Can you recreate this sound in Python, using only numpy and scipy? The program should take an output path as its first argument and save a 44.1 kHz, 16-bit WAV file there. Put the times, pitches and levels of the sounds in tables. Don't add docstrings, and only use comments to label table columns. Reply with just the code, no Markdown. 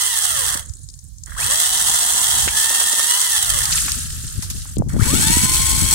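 import sys
import numpy as np
from scipy import signal
from scipy.fft import rfft, irfft
from scipy.io import wavfile
from scipy.ndimage import uniform_filter1d

SR = 44100
rng = np.random.default_rng(int(sys.argv[2]) if len(sys.argv) > 2 else 0)


def waveform_to_disk(signal):
    frames = np.transpose(np.atleast_2d(signal))
    scaled = np.clip(frames, -1, 1) * 32767
    samples = np.round(scaled).astype(np.int16)
    wavfile.write(sys.argv[1], SR, samples)


N = 261954
T, HZ = np.arange(N) / SR, np.maximum(np.fft.rfftfreq(N, 1 / SR), 1)
SCENE_CHANGE_S = 4.768
TOP_HZ = 15750
FREE_HZ = 1068
LINKS_PER_TURN, LINKS_PER_LAP, POLE_PASSES_PER_LINK = 6, 52, 7

# pressed and released in seconds, chain level in dB,
# left minus right in dB, knee in links per second, power of speed that the rattle follows below the knee.
RUNS = [(-.525, .07, -20, -5, 350, 1.5), (1.26, 3.245, -19.3, -3.5, 450, 2.0),
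        (4.884, 6, -18.8, 1.6, 830, 1.3)]


def undb(db):
    return 10 ** (np.asarray(db) / 20)


def curve(rows, column=1):
    rows = np.array(rows)
    return np.interp(T, rows[:, 0], rows[:, column])


def swell(rows, fade=.02):
    outside = np.maximum(rows[0][0] - T, 0) + np.maximum(T - rows[-1][0], 0)
    return undb(curve(rows)) * np.exp(-outside / fade)


def pan(db):
    gains = undb(np.array([db, -db]).reshape(2, -1) / 2)
    return gains / np.sqrt(np.mean(gains ** 2, axis=0))


def colour(points, column=1):
    points = np.array(points)
    return undb(np.interp(np.log(HZ), np.log(points[:, 0]), points[:, column]))


def shape(x, gain):
    return irfft(rfft(x) * gain / np.sqrt(np.mean(gain ** 2)), N)


def walk(rate, count=1):
    knots = rng.standard_normal((count, N // 8))
    return 1.2 * np.array([np.interp(T * rate, np.arange(N // 8), k) for k in knots])


def air(alike_hz=5000):
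    common, *own = rfft(rng.standard_normal((3, N)))
    share = 0.58 / (1 + (HZ / alike_hz) ** 2 / 2)
    return irfft(common * np.sqrt(share) + np.array(own) * np.sqrt(1 - share), N)


def band(x, hz, octaves):
    edges = np.clip([hz / 2 ** (octaves / 2), hz * 2 ** (octaves / 2)], 10, SR / 2 - 500)
    return signal.sosfilt(signal.butter(2, edges, "band", fs=SR, output="sos"), x)


def add(out, s, x):
    start = int(s * SR)
    out[:, start:start + x.shape[-1]] += x[:, :N - start]


def aside(x, lag):
    return np.array([np.pad(x[0], (lag, 0))[:N], x[1]])


def chain_speed(pressed, released, load):
    creep_s, spin_up_s, take_up_s, creep_hz = .067, .27, .008, 112
    coast_hz_per_s, brake_below_hz, brake_hz_per_s = 1480, 330, 3000
    sag = .34
    wind_up = FREE_HZ * np.tanh((T - pressed - creep_s) / spin_up_s) * (1 - sag * load)
    driven = np.maximum(wind_up, creep_hz) * np.clip((T - pressed) / take_up_s, 0, 1)
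    coast = np.interp(released, T, driven) - coast_hz_per_s * (T - released)
    brake = brake_below_hz + (coast - brake_below_hz) * brake_hz_per_s / coast_hz_per_s
    return np.maximum(np.where(T < released, driven, np.minimum(coast, brake)), 0)


def chain_level(runs, speed, gaining, load):
    load_db, surge_db, surge_hz_per_s = 1.56, 2.5, 1300
    crack_s, dip_db, dip_width_s = 2.505, -6, 0.052
    placed = 0
    for run, (_, _, db, side_db, knee_hz, power) in zip(runs, RUNS):
        placed = placed + (run > 0) * undb(db) * pan(side_db) / np.hypot(1, (knee_hz / speed) ** power)
    surge = np.clip(gaining / surge_hz_per_s * speed / FREE_HZ, 0, 1)
    dip = dip_db * np.exp(-((T - crack_s) / dip_width_s) ** 2)
    return placed * undb(load_db * load + surge_db * surge + dip)


def chain(links, load, link_db=2.0, lap_db=.7, grain_db=2.1, steadied_db=1.1):
    pattern = rng.standard_normal(LINKS_PER_LAP)[links.astype(int) % LINKS_PER_LAP]
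    slap = .5 + np.exp(-(links % 1) / 2.05)
    lap = np.sin(2 * np.pi * links / LINKS_PER_LAP)
    flutter = (-1.53 + steadied_db * load) * walk(70)
    size = slap * undb(link_db * pattern + lap_db * lap + grain_db * walk(2500) + flutter)
    return air(alike_hz=5560) * size / np.std(size * rng.standard_normal(N))


def runout(links):
    turns, out = links / LINKS_PER_TURN, 0
    for k in range(5, 27):
        if k % LINKS_PER_TURN:
            out = out + undb(rng.standard_normal()) * np.sin(2 * np.pi * (k * turns + rng.random()))
    return out


def whine(links, speed, load, damped_db=-4, rough_db=2.5):
    # multiple of the link rate, relative level in dB.
    overtones = [(1, -0.5), (2, 3.5), (3, 0), (4, -0.5), (5, 0.5), (6, -1)]
    # frequency in Hz, gain at the first and second spot in dB.
    housing = [(340, -33, -20), (507, 1, 5), (710, -7, -6), (780, -5.5, -14), (883, -7, 2),
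               (1330, 0.5, 0.5), (1600, -12.5, 1), (1730, 2, 4.5), (2110, -6, -8.5), (2300, -18, -9),
               (2800, -6, 6.5), (3020, 4, 3), (3080, 3, -4), (3600, -1.5, 4.5), (4200, -6, -17),
               (8000, -20, -22)]
    hz, first_db, second_db = np.transpose(housing)
    out = 0
    for k, (_, overtone_db) in enumerate(overtones, 1):
        first, second = (np.interp(np.log(k * speed), np.log(hz), db) for db in (first_db, second_db))
        flutter = np.sqrt(k) * (.2 + .2 * load + .3 * np.exp(-speed / 600)) * walk(130)
        db = overtone_db + np.where(T < SCENE_CHANGE_S, first, second) + damped_db * load + rough_db * walk(45)
        out = out + undb(db) * np.sin(2 * np.pi * k * links + flutter)
    return out


def body(spectrum, rings, ripple_db=4.0):
    rings = np.array(rings)
    bumps = np.exp(-np.log(2) * (2 * (HZ - rings[:, :1]) / rings[:, 1:2]) ** 2)
    ripple = np.interp(HZ, np.linspace(0, SR / 2, 400), rng.standard_normal(400))
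    ripple = ripple / np.hypot(1, (HZ / 6000) ** 2)
    gain = np.array([colour(spectrum, column=1 + k) * undb(rings[:, 2 + k] @ bumps + ripple_db * ripple)
                     for k in range(2)])
    return gain / np.sqrt(np.mean(gain ** 2, axis=1, keepdims=True))


def clatter(speed):
    slack = np.exp(-((speed - 350) / 220) ** 2) * np.clip((speed - 25) / 15, 0, 1)
    return slack * undb(5.0 * walk(250)) * shape(air(), np.exp(-((HZ - 1600) / 550) ** 2))


def motor(links, speed, gaining):
    pull = np.clip(gaining / 3000, 0, 1)
    poles = np.sin(2 * np.pi * POLE_PASSES_PER_LINK * links + .5 * walk(300))
    singing = np.exp(-((speed - 300) / 145) ** 6) * np.exp(-(speed - 200) / 260)
    return pull * singing * poles * undb(1.8 * walk(120)) * pan(11)


def rasp(load):
    # frequency in Hz, relative level in dB.
    tearing = [(120, 3), (200, 11), (350, 7), (600, 7), (1000, 20), (1700, -52), (2400, -13), (3600, -28),
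               (7000, 22.5), (15000, -16)]
    bites = undb(4 * walk(400) + 1.2 * walk(25))
    return bites * np.sqrt(load) * shape(air(), colour(tearing))


def saw(whine_db=-12, free_db=-2, shaft_db=-29, rasp_db=-29, motor_db=-25.5, motor_second_db=-26, slow_db=-36):
    # time in seconds, load from 0 to 1.
    bite = [(1.38, 0), (1.5, .35), (1.6, .44), (1.76, .71), (1.95, .97), (2.2, 1), (2.4, .86), (2.55, .58),
            (2.72, .41), (3.01, .44), (3.2, .12), (3.5, 0)]
    # frequency in Hz, relative left and right level in dB.
    radiated_first = [(152, -76, -80), (443, -15, -17), (790, -16, -23.5), (1324, -10.5, -10.5),
                      (2340, -16.5, -20.5), (4210, -4.5, -6), (5740, -8, -7), (5580, -4, -5.5),
                      (7680, -2.5, -3), (8760, 0, 2.5), (10300, -6.5, -1), (11600, -21, -6.5),
                      (13000, -8.5, -10), (16200, -43, -8)]
    radiated_second = [(150, -10.5, -35), (750, -33, -30), (875, -42, -9), (1250, -23.5, -17.5),
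                       (1780, -20, -13.5), (2263, -19.5, -18), (4400, -14.5, -9.5), (5030, -21, -8),
                       (6900, -11, -6), (9400, -11, 0.5), (11300, -17.5, -8.5), (15700, -25.5, -14)]
    # centre in Hz, width in Hz, left and right boost in dB.
    rings_first = [(1879, 376, 16.5, 4), (3090, 730, 8, 9.5), (5900, 150, 9, 3), (7800, 195, 13.5, -12),
                   (8400, 400, 5, 2.5)]
    rings_second = [(3250, 340, 2.3, 6), (7810, 110, 12, 1.8), (8300, 590, 5.4, 2)]
    at_first = T < SCENE_CHANGE_S
    load = curve(bite)
    runs = [chain_speed(pressed, released, load) for pressed, released, *_ in RUNS]
    speed = np.maximum(sum(runs), 1)
    gaining = uniform_filter1d(np.gradient(speed) * SR, size=800)
    links = np.cumsum(speed * (1 + (.0015 + .005 * load) * walk(40)[0])) / SR
    level = chain_level(runs, speed, gaining, load)
    drive = chain(links, load) + undb(shaft_db) * (1 - load) * runout(links)
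    sprocket = undb(whine_db) * pan(8.8) * whine(links, speed, load)
    first = undb(3.0) * shape(drive, body(radiated_first, rings_first)) + sprocket
    second = undb(4.0) * shape(drive, body(radiated_second, rings_second)) + undb(free_db) * sprocket
    out = level * np.where(at_first, first, second) + undb(rasp_db) * rasp(load)
    out = out + undb(np.where(at_first, motor_db, motor_second_db)) * motor(links, speed, gaining)
    return out + undb(slow_db) * clatter(speed)


def forest(x, t60=0.38, echo_db=-21):
    tail = rng.standard_normal((2, N)) * undb(-60 * T / t60) * (T > .02)
    tail = shape(tail, 1 / np.hypot(1, HZ / 3500))
    return undb(echo_db) * signal.fftconvolve(x, tail / np.sqrt(np.sum(tail ** 2) / 2), axes=1)[:, :N]


def wind(rumble_db=0, buffet_db=-4, eddy_db=-1):
    # time in seconds, relative level in dB, left minus right in dB before widening.
    gusts = [(0, -42, -11), (.2, -49.5, 1), (.38, -33, -24), (1.15, -39.5, -28), (1.5, -31, -8),
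             (1.63, -44.5, -3), (1.85, -37, 3), (2.1, -47, 4), (2.47, -27.5, -9), (2.62, -46, 6),
             (3.2, -54.5, 3), (3.5, -33, 8), (4.1, -29.5, 1), (4.75, -31.5, 2), (4.785, -20.5, 3),
             (5.1, -19.5, 11.5), (5.35, -23.5, -3), (5.94, -23.5, 13)]
    # frequency in Hz, relative level in dB.
    rumble_colour = [(20, -16), (45, 3.5), (90, 0.5), (150, -7), (250, -29), (500, -94), (1000, -97),
                     (4000, -100)]
    buffet_colour = [(40, -2), (130, 5), (250, -1), (450, -16.5), (900, -32.5), (2500, -53), (8000, -84)]
    # start in seconds, relative peak in dB, pitch in Hz, left minus right in dB.
    eddies = [(.553, -23, 228, -19), (0.699, -17.5, 71, -32), (4.122, -18.5, 77, -7), (4.377, -12, 74, 26),
              (4.391, -17, 170, 24), (4.769, -11, 300, 29), (4.8, -6, 137, 15), (4.821, -10, 560, 30),
              (4.964, -14, 415, 35), (4.994, -4.5, 169, 25), (5.02, -1.5, 98, 28), (5.138, -8.5, 297, 23),
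              (5.267, -10.5, 151, 22), (5.3, -7, 190, -24), (5.368, -7.5, 232, -28)]
    db = curve(gusts)
    rumble_level = undb(rumble_db + db - 0.41 * np.maximum(db + 25.0, 0) + 2 * walk(22, count=2))
    rumble = rumble_level * shape(rng.standard_normal((2, N)), colour(rumble_colour))
    flurry_db = 9.74 * np.minimum(walk(45, count=2), 1.5)
    buffet_level = undb(buffet_db + db + 1.08 * np.minimum(db + 18.5, 0) + flurry_db)
    buffet = buffet_level * shape(rng.standard_normal((2, N)), colour(buffet_colour))
    out = (rumble + buffet) * pan(1.1 * curve(gusts, column=2))
    for s, peak_db, hz, side_db in eddies:
        cycles = T[:4096] * hz
        puff = (np.exp(1 - cycles / .5) * cycles / .5) ** 2
        add(out, s, undb(peak_db + eddy_db) * pan(side_db) * np.sin(2 * np.pi * cycles) * puff)
    return out


def woods():
    # frequency in Hz, relative level in dB.
    bed = [(100, 27.5), (400, -4), (1500, -3), (2500, -6.5), (6000, 14.5), (15000, 2.5)]
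    return undb(-51.5) * shape(rng.standard_normal((2, N)), colour(bed))


def rustle(levels, spectrum, db, grain_db, clump_db):
    source, out = rfft(air(alike_hz=3000)), 0
    step = 1500
    for hz in np.arange(0, TOP_HZ + step, step):
        part = irfft(source * np.sqrt(np.maximum(1 - abs(HZ - hz) / step, 0)), N)
        out = out + part * undb(grain_db * walk(260))
    out = out * undb(clump_db * walk(77))
    return undb(db) * swell(levels, fade=0.028) * shape(out / np.std(out), colour(spectrum))


def cloth():
    # time in seconds, relative level in dB.
    shift = [(0.64, -48), (0.706, -52.5), (0.848, -52), (0.988, -57), (1.178, -62), (1.26, -55)]
    # frequency in Hz, relative level in dB.
    fabric = [(350, -101), (600, -30), (1780, -17), (2340, -50), (4090, -8), (5150, -17), (6230, -13),
              (6490, 1.5), (9500, 0), (15500, -43)]
    return rustle(shift, fabric, db=6.5, grain_db=7, clump_db=1)


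def burst(hz, t60, octaves, count=8192):
    t = T[:count]
    common, *own = rng.standard_normal((3, count))
    x = band((common + 2.8 * np.array(own)) * undb(-60 * t / t60), hz, octaves)
    return x / (3 * np.sqrt(np.mean(x[:, :256] ** 2)))


def clinks(trim_db=1, t60=0.021):
    # start in seconds, relative peak in dB, ring in Hz, left minus right in dB.
    contacts = [(.659, -26.5, 8000, -8), (.694, -28.5, 6600, 7), (.735, -27.5, 7000, 12),
                (.887, -27, 6300, 16), (0.899, -30, 5960, 12), (.938, -30, 6940, 19),
                (.989, -29.5, 6800, 20), (1.041, -35, 9100, -9), (1.183, -31, 7060, 10),
                (1.235, -22.5, 6950, 13), (1.26, -24, 8000, -13), (4.766, -28, 3870, 18),
                (4.783, -19, 7660, 19), (4.885, -30, 7540, 20), (4.933, -26, 7200, 19)]
    out = np.zeros((2, N))
    for s, db, hz, side_db in contacts:
        add(out, s, undb(db + trim_db) * pan(side_db) * burst(hz, t60, octaves=0.65))
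    return out


def snaps(trim_db=2):
    # start in seconds, relative peak in dB, centre in Hz, time to fall 60 dB in seconds.
    breaks = [(2.474, -16.5, 397, 0.025), (2.478, -11, 1550, 0.029), (2.483, -12.5, 2570, 0.069),
              (2.705, -21.5, 695, 0.045), (2.81, -19, 1026, 0.062), (2.929, -23.5, 496, 0.04),
              (2.995, -16.5, 1040, .04), (3.63, -12, 7010, .051), (3.654, -7.5, 6360, 0.031),
              (3.719, -12, 4630, 0.035), (3.725, -8, 4600, .06), (3.776, -14.5, 2750, 0.11),
              (3.88, -16.5, 1630, 0.056), (3.918, -8.5, 6200, 0.022), (4.422, -18, 6700, 0.19),
              (4.425, -28, 1300, 0.059), (4.5, -15, 6700, 0.086), (4.502, -31, 1520, .06),
              (4.561, -26, 6650, 0.31), (4.618, -25.5, 5030, .068), (4.655, -34, 850, 0.024)]
    out = np.zeros((2, N))
    for s, db, hz, t60 in breaks:
        add(out, s, undb(db + trim_db) * burst(hz, t60, octaves=1.48))
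    return out


def leaves():
    # time in seconds, relative level in dB.
    sweep = [(3.6, -32), (3.76, -23.5), (4.09, -35.5), (4.482, -42), (4.674, -42.5), (4.76, -45)]
    # frequency in Hz, relative level in dB.
    foliage = [(350, -34), (600, -17), (855, -14.5), (1080, -13.5), (1300, -3), (1780, -3), (2310, -10),
               (3070, -3), (5590, -0.5), (6490, 3), (8630, 5.5), (15500, -12.5)]
    onset = np.clip((T - 3.6) / 0.16, 0, 1)
    return rustle(sweep, foliage, db=5.5, grain_db=3.3, clump_db=.8) * onset


def scene():
    near = saw() + cloth() + clinks() + snaps()
    at_first = T < SCENE_CHANGE_S
    first = at_first * (aside(near, 48) + aside(leaves(), 30))
    second = ~at_first * aside(near, 40)
    echoes = at_first * forest(first) + forest(second)
    return first + second + echoes + wind() + woods()


def record(dry):
    top_cut = signal.ellip(10, .2, 70, TOP_HZ, fs=SR, output="sos")
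    return signal.sosfilt(top_cut, np.clip(dry, -1, 1))


dry = scene()
out = record(dry)
waveform_to_disk(out)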